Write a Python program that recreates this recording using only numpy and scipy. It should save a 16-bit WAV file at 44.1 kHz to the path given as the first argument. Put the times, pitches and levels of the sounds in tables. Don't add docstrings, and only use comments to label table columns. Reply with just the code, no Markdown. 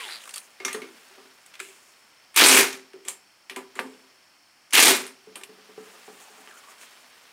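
import sys
import numpy as np
from scipy import signal
from scipy.fft import rfft, irfft
from scipy.io import wavfile
from scipy.ndimage import uniform_filter1d

SR = 44100
rng = np.random.default_rng(int(sys.argv[2]) if len(sys.argv) > 2 else 0)


def rack_gain(trim_db):
    fader = np.asarray(trim_db, float)
    return 10 ** (fader / 20)


def unload_wav(signal):
    wavfile.write(
        sys.argv[1],
        SR,
        np.round(np.clip(np.atleast_2d(signal).T, -1, 1) * 32767).astype(np.int16),
    )


N = 322812
TIME = np.arange(N) / SR
SNAP_LOW_HZ = 456

# [t/s, peak/dB, ring/Hz, bright share/dB, limiter clamp ahead of it/dB]
BLOWS = [(2.361, -6.5, 2710, -9.5, -12), (2.372, 3, 2500, -38.5, 9.5), (2.4106, 1, 3920, -23.5, 1.5),
         (2.437, 3, 4050, -15, 5), (2.461, -1.5, 2420, -2.5, 2.5), (2.484, 0.5, 4140, -2, 3),
         (2.5118, -0.5, 2560, -2, 2), (2.5645, -1, 2280, -6, 1), (2.586, -4, 2400, -18, 3),
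         (4.734, -4.5, 2650, -34.5, 4), (4.773, 3.5, 2750, -24, 0), (4.8, -5, 2360, 1.5, 11),
         (4.824, 1.5, 3490, -7.5, 9), (4.847, -7.5, 2170, -2, 7), (4.867, 1.5, 3360, -10, 1),
         (4.879, -6, 2150, -2, 4.5), (4.894, -6, 3300, -12, 0)]
# [f/Hz, level/dB, t60/s]
BENCH = [(262.7, 2, 0.26), (387.5, 8, 0.17), (426.8, -2.5, 0.14), (530.5, -9.5, 0.26), (221, -10, 0.017)]
# [t/s, peak/dB, woody knock share/dB]
BUMPS = [(0.745, -26, -9), (0.771, -38, -21), (1.202, -51.5, -10), (5.271, -40, -14), (5.49, -41, -15),
         (5.582, -47.5, -9), (5.69, -43.5, -8), (5.778, -39, -6), (5.866, -53.5, 2), (5.934, -54.5, 6.5),
         (6.079, -38.5, -5), (6.302, -51.5, -5), (6.378, -49, -7), (6.471, -53.5, 5.5)]


def rms_one(x):
    return x / np.sqrt(np.mean(x ** 2) + 1e-20)


def in_time(rows):
    s, *columns = np.transpose(rows)
    return [np.interp(TIME, s, c, left=-150, right=-150) for c in columns]


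def band(x, low_hz, high_hz):
    return signal.sosfilt(signal.butter(2, [low_hz, min(high_hz, .45 * SR)], "band", fs=SR, output="sos"), x)


def high(x, low_hz, order):
    return signal.sosfilt(signal.butter(order, low_hz, "high", fs=SR, output="sos"), x)


def coloured(x, spectrum):
    hz, db = np.transpose(spectrum)
    grid = np.arange(len(x) // 2 + 1) * SR / len(x) + 1
    return irfft(rfft(x) * rack_gain(np.interp(np.log(grid), np.log(hz), db)), len(x))


def resonance(x, hz, width_hz):
    r = np.exp(-np.pi * width_hz / SR)
    return signal.lfilter([(1 - r * r) / 2, 0, (r * r - 1) / 2], [1, -2 * r * np.cos(2 * np.pi * hz / SR), r * r], x)


def sweeping(x, hz, width):
    centres = np.geomspace(700, 5000, 18)
    place = np.log2(np.maximum(hz, 1))
    return sum(resonance(x, c, width * c) * np.exp(-((place - np.log2(c)) / 0.13) ** 2) for c in centres)


def ring(x, hz, t60_s):
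    r, w = rack_gain(-60 / (t60_s * SR)), 2 * np.pi * hz / SR
    return signal.lfilter([0, np.sin(w)], [1, -2 * r * np.cos(w), r * r], x + 1e-18)


def drift(rate_hz):
    lowpass = signal.butter(2, rate_hz, fs=SR / 32, output="sos")
    slow = signal.sosfilt(lowpass, rng.standard_normal(N // 32 + 1002))
    return np.interp(np.arange(N) / 32, np.arange(N // 32 + 2), rms_one(slow[1000:]))


def grains(per_s, spread_db, gate=1):
    sizes = rack_gain(spread_db * np.minimum(rng.exponential(1, N), 5)) * rng.choice([-1, 1], N)
    clicks = rms_one(sizes * (rng.random(N) < per_s / SR))
    bed = np.sqrt(0.79 + 1 - gate ** 2)
    return gate * clicks + bed * rng.standard_normal(N)


def add(out, s, sound):
    at = round(s * SR)
    out[at:at + len(sound)] += sound[:N - at]


def sines(rows):
    beat_depth, beat_share = 0.36, 0.014
    out, t = np.zeros(N), np.arange(SR // 3) / SR
    for (s, db, hz, t60), apart in zip(rows, rng.uniform(0.69, 1.24, len(rows))):
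        twin = beat_depth * np.sin(2 * np.pi * hz * (1 + beat_share * apart) * t)
        add(out, s, rack_gain(db - 3 - 60 * t / t60) * (np.sin(2 * np.pi * hz * t) + twin))
    return out


def strike(peak_db, hz, bright_db, bright_hz, t60_s, modes_db, snap):
    # [f/Hz, level/dB, t60/s]
    metal = [(1000, -5, .12), (1180, -5, .15), (1520, -8, .12), (1780, -5, .12), (2150, -4, .2),
             (2310, -2, .15), (2440, -2, .2), (2620, -6, .12), (2900, -7, .15), (3300, -8, .15),
             (4050, -6, .2), (4420, -8, .15), (6000, -12, .1), (6420, -12, .15), (7430, -8, .15),
             (8420, -8, .15), (8860, -8, .15), (9800, -12, .1)]
    t = np.arange(int(.28 * SR)) / SR
    noise, chance = rng.standard_normal((2, len(t))), rng.standard_normal((len(metal), 2))
    dying = rack_gain(-60 * t / t60_s) + snap * rack_gain(-60 * t / .012)
    dying = dying * (1 - np.exp(-t / 0.001))
    body = resonance(noise[0], hz, 0.39 * hz) + 0.26 * band(high(noise[1], 500, order=2), 740, 4300)
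    body = rms_one(body) * dying
    top = resonance(noise[1], bright_hz, 1700) + 0.26 * band(noise[0], 7300, 12500)
    top = rms_one(top) * dying * rack_gain(bright_db + 4.0)
    click = (np.arange(len(t)) == 8) * 1.
    crack = 4.8 * band(click, 0.32 * hz, 3.8 * hz)
    modes = 0.9 * rack_gain(-60 * t / (0.55 * t60_s)) * np.sin(2 * np.pi * hz * t)
    modes += 1.2 * rack_gain(bright_db - 60 * t / (0.38 * t60_s)) * np.sin(2 * np.pi * bright_hz * t)
    for (mode_hz, db, decay), (a, b) in zip(metal, chance):
        near_db = max(-7 * abs(np.log2(mode_hz / hz)), bright_db - 40 * abs(np.log2(mode_hz / bright_hz)))
        level = rack_gain(db + 2.5 * a + near_db - 60 * t / (decay * 4 * t60_s))
        modes = modes + level * np.sin(2 * np.pi * mode_hz * (1 + 0.01 * b) * t)
    return rack_gain(peak_db) * high(rack_gain(-14.5) * (body + top + crack) + rack_gain(modes_db) * modes, SNAP_LOW_HZ, order=2)


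def air():
    # [f/Hz, density/dB per Hz]
    hiss_spectrum = [(12, -54.5), (20, -16.5), (127, -11), (337, -7), (367, -6), (434, -12), (738, -6),
                     (1260, -6.5), (2600, -6.5), (3840, -17), (5380, -8.5), (6010, -15), (16000, -21)]
    # [f/Hz, width/Hz, level/dB]
    fan = [(5325, 420, -67), (4460, 490, -68.5)]
    hiss_db = -57.5
    tick_hz, tick_db, tick_start_s, tick_period_s = 3150, -46, .0018, 1 / 29.97
    white = rng.standard_normal((2, N))
    whistles = sum(rack_gain(db) * rms_one(resonance(resonance(white[1], hz, width), hz, width)) for hz, width, db in fan)
    clicks = np.diff(np.floor((TIME - tick_start_s) / tick_period_s), prepend=-1)
    clicks = clicks * rack_gain(0.79 * rng.standard_normal(N))
    tick = rack_gain(tick_db) * resonance(ring(clicks, tick_hz, 0.0059), tick_hz, 210)
    return rack_gain(hiss_db) * rms_one(coloured(white[0], hiss_spectrum)) + whistles + tick


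def coasting():
    # [t/s, shaft/Hz, gear rattle/dB, housing resonance/Hz]
    coast = [(0, 511, -40.5, 2060), (.04, 421, -42.5, 2980), (.09, 342.5, -41, 3440), (.12, 333, -40, 4260),
             (.16, 300, -44.5, 4230), (.19, 260, -52, 3850), (.24, 217.5, -54, 3540)]
    # [multiple of shaft, level/dB]
    partials = [(1, -3), (2.25, 5.5), (1.75, -6), (3.5, -10), (4.5, -10)]
    whine_start_db, whine_fade_s = -48, 0.058
    hz, rattle_db, housing_hz = in_time(coast)
    whine_db = whine_start_db - np.minimum(TIME / whine_fade_s, 5) ** 4
    turns = np.cumsum(np.maximum(hz, 0)) / SR
    whine = sum(rack_gain(db + 1.2 * drift(60)) * np.sin(2 * np.pi * k * turns) for k, db in partials)
    ticks = np.diff(np.floor(.4 * turns + .1 * drift(150)), prepend=0) * rack_gain(1.5 * rng.standard_normal(N))
    n = SR // 4
    teeth = .45 * rms_one(ticks[:n]) + .9 * rng.standard_normal(n)
    hiss = rng.standard_normal(n)
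    housing = 1.7 * sweeping(sweeping(teeth, housing_hz[:n], width=0.17), housing_hz[:n], width=0.19)
    housing = housing + 2.1 * resonance(resonance(teeth, 2040, 630), 2030, 700)
    housing = housing + 1.55 * band(hiss, 1120, 4600) + 0.51 * band(hiss + teeth, 5400, 10800)
    housing = np.pad(housing, (0, N - n))
    return rack_gain(whine_db) * whine + rack_gain(rattle_db + 5.0) * housing


def catches():
    # [t/s, peak/dB, housing ring/Hz]
    teeth = [(.009, -33, 1900), (.021, -35, 2900), (.030, -32, 2300), (.037, -31, 3100), (.043, -29, 3100),
             (.052, -30, 2900), (.081, -33, 3700), (.089, -32, 1700), (.098, -34, 1900), (.109, -32, 4400),
             (.123, -28, 4200), (.130, -32, 4300), (.134, -28, 4200), (.142, -33, 4300), (.149, -31, 4300),
             (.158, -28, 4300), (.167, -34, 4300), (.176, -36, 4100), (.186, -39, 3900), (.206, -40, 3000),
             (.218, -41, 3500)]
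    t60_s, rise_s, crack_db = .009, .0004, 5
    out, t = np.zeros(N), np.arange(SR // 20) / SR
    crack = rack_gain(crack_db) * band((np.arange(len(t)) == 8) * 1., 1500, 13000)
    swell = rack_gain(-60 * t / t60_s) * (1 - np.exp(-t / rise_s))
    for s, db, hz in teeth:
        pair = np.sin(2 * np.pi * .96 * hz * t) + np.sin(2 * np.pi * 1.06 * hz * t)
        add(out, s, rack_gain(db) * (swell * 1.9 * pair + crack))
    return out


def rustle():
    # [f/Hz, density/dB per Hz]
    cloth_spectrum = [(88, -41), (150, -15.5), (254, -2), (291, -13.5), (422, -3), (484, -5), (1120, -2),
                      (1660, -1.5), (4200, -2.5), (6500, 5.5), (9080, -3.5), (13400, -13), (16000, -27.5)]
    # [t/s, level/dB]
    movement = [(0.0, -45), (0.42, -55.5), (0.83, -48.5), (1.13, -48.5), (1.28, -51.5), (1.51, -54),
                (1.73, -56), (1.98, -55.5), (3.1, -57.5), (3.3, -76.5), (3.55, -58), (3.75, -54),
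                (4.11, -56), (4.446, -63), (5.15, -56), (5.75, -50.5), (5.87, -46.5), (7.32, -50)]
    # [t/s, length/s, level/dB]
    swishes = [
        (0.298, 0.29, -46),
        (1.733, 0.43, -52.5),
        (6.214, 0.04, -45),
        (6.585, 0.03, -49),
        (6.714, 0.037, -45.5),
        (6.832, 0.051, -44),
        (6.924, 0.037, -50),
    ]
    # [t/s, length/s, level/dB, first/Hz, last/Hz]
    drags = [
        (6.195, 0.33, -53, 840, 815),
        (6.475, 0.16, -51.5, 2900, 1290),
        (6.63, 0.16, -51, 1160, 1060),
    ]
    swish_dull_db, drag_settle_s, drag_edge = -2.5, 0.026, 0.25
    bright_swing, bright_at_db, pivot_db = 1.4, -47, -46
    cloth = coloured(grains(1500, spread_db=-0.5), cloth_spectrum)
    dull = rms_one(band(cloth, 150, 5000)) * rack_gain(.7 * drift(20))
    fizz = .4 * np.std(cloth) * high(rng.standard_normal(N), 10000, order=2)
    bright = rms_one(high(cloth, 4000, order=2) + fizz) * rack_gain(.8 * drift(20))
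    dull_db, = in_time(movement)
    bright_db = bright_at_db + bright_swing * (dull_db - pivot_db)
    swish = sum(rack_gain(2 * db) * np.exp(-(2 * (TIME - s) / length) ** 2) for s, length, db in swishes)
    out = dull * np.sqrt(np.maximum(rack_gain(2 * dull_db) - rack_gain(-124), 0) + rack_gain(2 * swish_dull_db) * swish)
    out = out + bright * np.sqrt(np.maximum(rack_gain(2 * bright_db) - rack_gain(-140), 0) + swish)
    grit = grains(700, spread_db=3.5)
    for s, length, db, first_hz, last_hz in drags:
        t = TIME[TIME < length]
        hz = last_hz * (first_hz / last_hz) ** np.exp(-t / drag_settle_s)
        stroke = np.clip(t / 0.0092, 0, 1) * np.clip((1 - t / length) / drag_edge, 0, 1)
        add(out, s, rack_gain(db + 17.0) * stroke * sweeping(grit[round(s * SR):][:len(t)], hz, width=0.061))
    return out


def knocks():
    # [t/s, peak/dB, ring/Hz, bright share/dB]
    loose = [(0.238, -33, 2870, -5.5), (0.255, -31, 1180, -10), (0.276, -31, 1220, -9),
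             (0.292, -29.5, 2820, -6), (0.298, -38, 2540, -7), (0.308, -31, 4400, -12),
             (0.3391, -26.5, 2820, 0), (0.343, -31, 4500, -14), (0.359, -23.5, 3520, -2),
             (0.366, -31, 1200, -3), (0.374, -30, 2580, -4), (0.379, -24.5, 4250, -4)]
    # [t/s, peak/dB, ring/Hz, bright share/dB, t60/s]
    bolt = [(0.601, -29.5, 2160, -32, 0.32), (0.649, -18, 2300, 0.5, 0.16), (0.68, -19, 2070, -12, 0.34),
            (0.747, -21, 1200, -37, 0.2), (0.818, -28.5, 2230, -17, 0.27), (1.539, -31, 2260, -27, 0.078),
            (1.553, -32, 2310, -28, 0.088), (2.728, -23.5, 2270, -6.5, 0.19), (4.707, -39, 2330, 2, 0.13),
            (6.474, -50.5, 2900, -31, 0.15)]
    socket = [(1.462, -41, 2210, 1.5, 0.057), (1.594, -27, 2500, -23, 0.038),
              (1.6, -29.5, 2640, -3.5, 0.55), (1.601, -21.5, 1700, -22, 0.072), (3.05, -37, 2390, -3, 0.57),
              (3.079, -25.5, 3240, -15, 0.21), (3.083, -25, 2280, 5, 0.18), (3.561, -22, 2130, -8, 0.19),
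              (3.754, -32, 2030, -7.5, 0.81), (5.412, -33.5, 1550, -11, 0.12),
              (5.435, -25, 2400, -7, 0.068)]
    chuck = [(0.729, -26.5, 2970, 1.5, 0.18), (2.343, -31.5, 1720, -4.5, 0.13),
             (2.352, -31, 2560, -20, 0.099), (2.933, -38, 1784, -15, 0.094),
             (3.497, -23.5, 2570, -14.5, 0.21), (3.7935, -19, 1730, -14, 0.14),
             (4.7255, -19, 2700, -24, 0.5), (5.065, -29, 2190, -3, 0.17), (5.356, -28.5, 2720, -2, 0.2),
             (5.777, -43, 1190, -28, 0.072), (4.765, -3, 2700, -21, 0.047), (6.812, -39, 3150, -18, 1)]
    jingle_t60_s = 0.06
    jingle = [(*row, jingle_t60_s) for row in loose]
    out = np.zeros(N)
    # (rows, bright pitch/Hz, bracket modes/dB)
    for rows, bright_hz, modes_db in [(jingle, 8600, -19), (bolt, 6010, -23), (socket, 7570, -19), (chuck, 8750, -19)]:
        for s, db, hz, bright_db, t60_s in rows:
            add(out, s, strike(db, hz, bright_db, bright_hz, t60_s, modes_db, snap=4.5))
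    return out


def rings():
    # [t/s, peak/dB, f/Hz, t60/s]; bracket partials under the knocks
    partials = [(.602, -35, 2170, 0.15), (.65, -24.5, 2140, 0.24), (.65, -26, 2370, 0.099),
                (.651, -39, 1210, 0.25), (.655, -31, 3670, 0.076), (.65, -27, 5900, 0.12),
                (.654, -31, 5600, .12), (.693, -36, 5800, .04), (.73, -35, 6500, 0.14),
                (.342, -33, 4600, 0.07), (.362, -36, 4450, 0.089), (.403, -36, 8700, 0.018),
                (3.796, -35, 511, 0.37), (3.797, -33, 427, .2), (3.9, -46, 430, .25),
                (3.791, -21, 960, 0.018), (3.57, -40, 382, 0.27), (.682, -32.5, 1205, 0.23),
                (.683, -32, 1780, .04), (0.744, -25.5, 1870, 0.042), (.749, -34, 1193, 0.22),
                (.819, -34, 2170, 0.13), (3.497, -31.5, 1890, 0.072), (3.498, -41, 3320, 0.09),
                (3.568, -34, 990, 0.15), (3.794, -37, 1185, 0.17), (3.795, -37, 2420, 0.09),
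                (3.794, -35, 743, 0.081), (5.778, -44.5, 760, 0.092), (6.079, -43, 783, 0.083),
                (6.571, -40, 1430, .04), (6.67, -48, 1140, 0.042), (6.686, -39.5, 1150, 0.06)]
    snaps = [(.2775, -36, 8300, .015), (.2935, -36, 7200, .01), (.2985, -37, 8500, .012),
             (.309, -37, 8800, .012), (.3605, -29, 8600, .02), (1.4615, -43, 7900, .02),
             (1.6005, -23, 2300, .015), (1.601, -29, 7800, .02), (3.7912, -7, 1700, .005),
             (3.7923, -13, 2200, .005), (3.793, -12, 1500, .006), (4.7075, -40, 9000, .012),
             (5.356, -31, 3000, .006), (6.4745, -30, 1800, .005), (6.4747, -31, 3000, .006),
             (6.488, -39, 2800, .008), (6.5116, -35, 1800, .005), (6.575, -43, 3100, .015),
             (6.814, -36, 2600, .005), (6.0795, -36, 1000, .008)]
    bounces = [(.416, -38, 2500, .008), (.729, -33, 3250, .03), (.729, -36, 4100, .04),
               (1.63, -37, 2600, .02), (1.65, -40, 2200, .02), (1.688, -40, 2300, .02),
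               (1.706, -42, 2500, .02), (2.958, -44, 386, .15), (3.052, -44, 3300, .05),
               (3.084, -33, 7430, .22), (3.084, -41, 4050, .12), (3.084, -37, 6400, .05),
               (3.086, -39, 10100, .15), (3.086, -39, 8400, .16), (3.084, -37, 2300, .12),
               (3.084, -36, 8860, .1), (3.088, -40, 1000, .12), (5.778, -34, 430, .11), (5.8, -45, 262, .3),
               (6.1, -46, 262, .3), (6.4, -50, 262, .3), (2.6, -28, 384, .5), (2.56, -26, 266, .4),
               (4.92, -28, 383, .5), (4.9, -30, 264, .4)]
    heel_hz, heel_db, heel_t60_s = 191, -11, 0.17
    heels = [(s, db + heel_db, heel_hz, heel_t60_s) for s, db, wood_db in BUMPS[3:]]
    return sines(partials + bounces + heels) + high(sines(snaps), SNAP_LOW_HZ, order=2)


def thumps():
    # [t/s, peak/dB, lowest mode share/dB, woody knock share/dB]
    vice = [(0.603, -40.5, -27, -1.5), (0.652, -34, -11, -1), (0.819, -37, -9.5, -7), (1.104, -55, -28, -8),
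            (1.176, -50, -10, 2), (1.251, -52, -10.5, -5), (1.606, -42.5, -33, -21), (1.683, -53, -29, -17),
            (2.939, -37, -31.5, -17), (3.056, -44, -15, -6), (3.084, -50, -28, 7), (3.507, -43, -12, -2),
            (3.565, -32.5, -9, -2.5), (3.761, -41, -12.5, -2), (3.793, -31.5, -10.5, -3.5),
            (3.846, -33.5, -6.5, -16), (4.042, -58.5, -15, -13), (5.356, -52, -10.5, 12),
            (5.411, -46, -31, -6)]
    # [f/Hz, level/dB, t60/s]
    wood = [(764, -4, 0.1), (970, 0, 0.041), (1180, -5, 0.17)]
    push_upper_db, bump_upper_db, bump_lowest_db = -12.5, -1, -19.5
    out, t = np.zeros(N), np.arange(SR // 3) / SR
    swell = 1 - np.exp(-t / 0.0023)
    pushes = [(s, db, lowest_db, push_upper_db, wood_db) for s, db, lowest_db, wood_db in vice]
    bumps = [(s, db, bump_lowest_db, bump_upper_db, wood_db) for s, db, wood_db in BUMPS]
    for s, db, lowest_db, upper_db, wood_db in pushes + bumps:
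        middle_db = min(-8.5 - 1.47 * (max(lowest_db, upper_db) + 8.5), 0)
        shares = [lowest_db + 6.5, middle_db - 1.0, upper_db + 8, wood_db, lowest_db] + [wood_db] * len(wood)
        chance, noise = rng.standard_normal((len(shares), 2)), rng.standard_normal(len(t))
        for (hz, mode_db, t60), share_db, (a, b) in zip(BENCH + wood, shares, chance):
            level = rack_gain(db + mode_db + share_db + 0.15 * a - 60 * t / t60)
            add(out, s, level * swell * np.sin(2 * np.pi * hz * (1 + 0.005 * b) * t))
        thud = rms_one(band(noise, 198, 490)) * rack_gain(-13.5 - 60 * t / 0.42)
        thud = thud + rms_one(band(noise, 310, 1340)) * rack_gain(wood_db - 2.5 - 60 * t / 0.26)
        add(out, s, rack_gain(db) * swell * thud)
    return out


def follow(start, stop, rule):
    spin_down_s, tail_s = 0.05, 0.34
    first, swell_s, held, last, drop, dying = rule
    down = stop + spin_down_s
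    return in_time([(start, first), (start + swell_s, held), (stop, last), (down, last - drop),
                    (down + tail_s, last - drop - dying * tail_s)])[0]


def cracks():
    # [t/s, peak/dB]
    contacts = [(2.411, -8), (2.4616, -8), (2.4859, -10), (2.5049, -11), (2.5195, -4.5), (2.5894, -3.5),
                (4.7331, -10), (4.7364, -7), (4.7657, -12.5), (4.8001, 1.5), (4.8205, -0.5), (4.8792, -12)]
    t60_s = .004
    out, t = np.zeros(N), np.arange(SR // 100) / SR
    for (s, db), noise in zip(contacts, rng.standard_normal((len(contacts), len(t)))):
        add(out, s - .0003, rack_gain(db + 0.5 - 60 * t / t60_s) * rms_one(band(noise, 1300, 12000)))
    return out


def driver():
    # [start/s, release/s, level/dB]
    bursts = [
        (2.3622, 2.597, -12.5),
        (4.731, 4.912, -13),
    ]
    # [f/Hz, density/dB per Hz]
    hammer = [(12, -70), (20, -41), (177, -15), (255, 11.5), (310, 4), (388, 7), (472, -4.5), (590, -9),
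              (1150, -8.5), (2020, -6.5), (2390, -6.5), (2990, -13), (8650, -9.5), (13500, -9.5),
              (16000, -20.5)]
    # [f/Hz, level/dB, t60/s]
    bracket = [(1000, -5, .12), (1180, -5, .15), (1520, -8, .12), (1780, -5, .12), (2150, -4, .2),
               (2310, -2, .15), (2440, -2, .2), (2620, -6, .12), (2900, -7, .15), (3300, -8, .15),
               (4050, -6, .2), (4420, -8, .15), (6000, -12, .1), (6420, -12, .15), (7430, -8, .15),
               (8420, -8, .15), (8860, -8, .15), (9800, -12, .1)]
    anvil_hz = [8700, 6300, 7200, 8600, 8530]
    # [t/s, peak/dB, ring/Hz, bright share/dB]
    further_blows = [(2.377, -14, 2740, -20), (2.388, -4, 2280, -18.5), (2.395, 1.5, 3140, -17.5),
                     (2.402, 1.5, 1650, -21), (2.42, -9, 2840, -9.5), (2.442, -5, 4200, -12),
                     (2.466, -8, 4500, 1.5), (2.501, -9, 2400, -9), (2.517, -11, 2200, -8),
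                     (2.527, -2, 2350, -15), (2.545, -1, 2404, -5), (2.572, 0.5, 2320, -11.5),
                     (2.6, -7, 2570, -13.5), (2.607, -7, 1810, -23), (4.742, -4.5, 2520, -18),
                     (4.752, 3, 3000, -25), (4.784, -7, 3120, -7), (4.792, -1, 2870, -7), (4.83, -6, 3200, 2)]
    # [first/dB, swell/s, held/dB, at release/dB, spin-down drop/dB, dying/dB per s]
    body_follows = (-17.5, 0.06, -1, -2, 6.5, 171)
    bright_follows = (-40, -0.0355, -4, -2, 12, 228)
    bench_follows = (-38, 0.17, -8.5, -6, 14, 117)
    sag_db_per_s, further_bright_hz, further_t60_s = 80, 8650, 0.11
    out = np.zeros(N)
    pulled = sum(np.interp(TIME, [start - .1, start, stop - .01, stop + .01], [0, 1, 1, 0])
                 for start, stop, db in bursts)
    rattle = coloured(grains(1300, spread_db=3.8, gate=pulled), hammer)
    ringing = sum(rack_gain(db) * resonance(rattle, hz, 0.0019 * hz) * (-1) ** k
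                  for k, (hz, db, t60) in enumerate(bracket))
    body = rms_one(band(rattle + 1.5 * ringing, 500, 5500)) * rack_gain(1.6 * drift(90))
    bright = rms_one(high(rattle + 2.1 * ringing, 5700, order=1)[::-1]) * rack_gain(1.7 * drift(60))
    white = rng.standard_normal(N)
    boom = rms_one(sum(rack_gain(db) * ring(white, hz, t60 * 1.16) for hz, db, t60 in BENCH))
    boom = rms_one(boom + 0.33 * rms_one(band(rattle, 22, 674)))
    boom = rms_one(boom / np.sqrt(uniform_filter1d(boom ** 2, size=1800) + .05))
    blown = np.array(BLOWS)[:, 0]
    since = np.clip(TIME - blown[np.maximum(np.searchsorted(blown, TIME) - 1, 0)], 0, .03)
    body, bright = rack_gain(0.5 - sag_db_per_s * since) * [body, bright]
    for start, stop, db in bursts:
        for part, rule in [(body, body_follows), (bright, bright_follows), (boom, bench_follows)]:
            out += rack_gain(db + follow(start, stop, rule)) * part
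    for k, (s, db, hz, bright_db, clamp_db) in enumerate(BLOWS):
        bright_hz = anvil_hz[k % len(anvil_hz)]
        add(out, s, strike(db, hz, bright_db, bright_hz, t60_s=0.26, modes_db=-21, snap=1.0))
    for s, db, hz, bright_db in further_blows:
        add(out, s, strike(db, hz, bright_db, further_bright_hz, further_t60_s, modes_db=-17.5, snap=2.3))
    return out + cracks()


def workshop(x):
    # [f/Hz, t60/s]
    room = [(200, 0.52), (1000, 0.18), (4000, 0.091), (12000, 0.15)]
    room_db = -8
    room_hz, room_t60_s = np.transpose(room)
    t = np.arange(SR // 2) / SR
    noise, tail = rng.standard_normal(len(t)), 0
    for hz in 177 * 2. ** np.arange(7):
        t60_s = np.interp(np.log(hz), np.log(room_hz), room_t60_s)
        tail = tail + band(noise, hz / np.sqrt(2), hz * np.sqrt(2)) * rack_gain(-60 * t / t60_s)
    tail = tail * np.clip(t / 0.0027, 0, 1)
    return rack_gain(room_db) * signal.fftconvolve(x, tail / np.sqrt(np.sum(tail ** 2)))[:N]


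def scene():
    near, wood = knocks() + coasting() + catches() + rings(), thumps()
    small = high(near + wood + workshop(near + 0.63 * wood) + rustle(), 160, order=4)
    return (small + high(driver(), 170, order=4) + air())[None, :]


def band_limit(x):
    return signal.sosfilt(signal.butter(12, 16660, fs=SR, output="sos"), x)


def record(dry):
    # [f/Hz, level/dB]
    microphone = [(10, -5), (10000, -1.5), (11000, -7), (22050, -0.5)]
    gain_db = np.zeros(N)
    for s, *_, clamp_db in BLOWS:
        gain_db -= clamp_db * np.interp(TIME - s, [-.0035, -.0022, -.0003, 0], [0, 1, 1, 0])
    heard = coloured(dry[0], microphone)[None, :]
    held = .8 * np.tanh(heard * rack_gain(gain_db) / .8)
    cut = signal.sosfilt(signal.cheby2(10, 50, 16650, fs=SR, output="sos"), held)
    return band_limit(high(cut, 74, order=1))


dry = scene()
out = record(dry)
unload_wav(out)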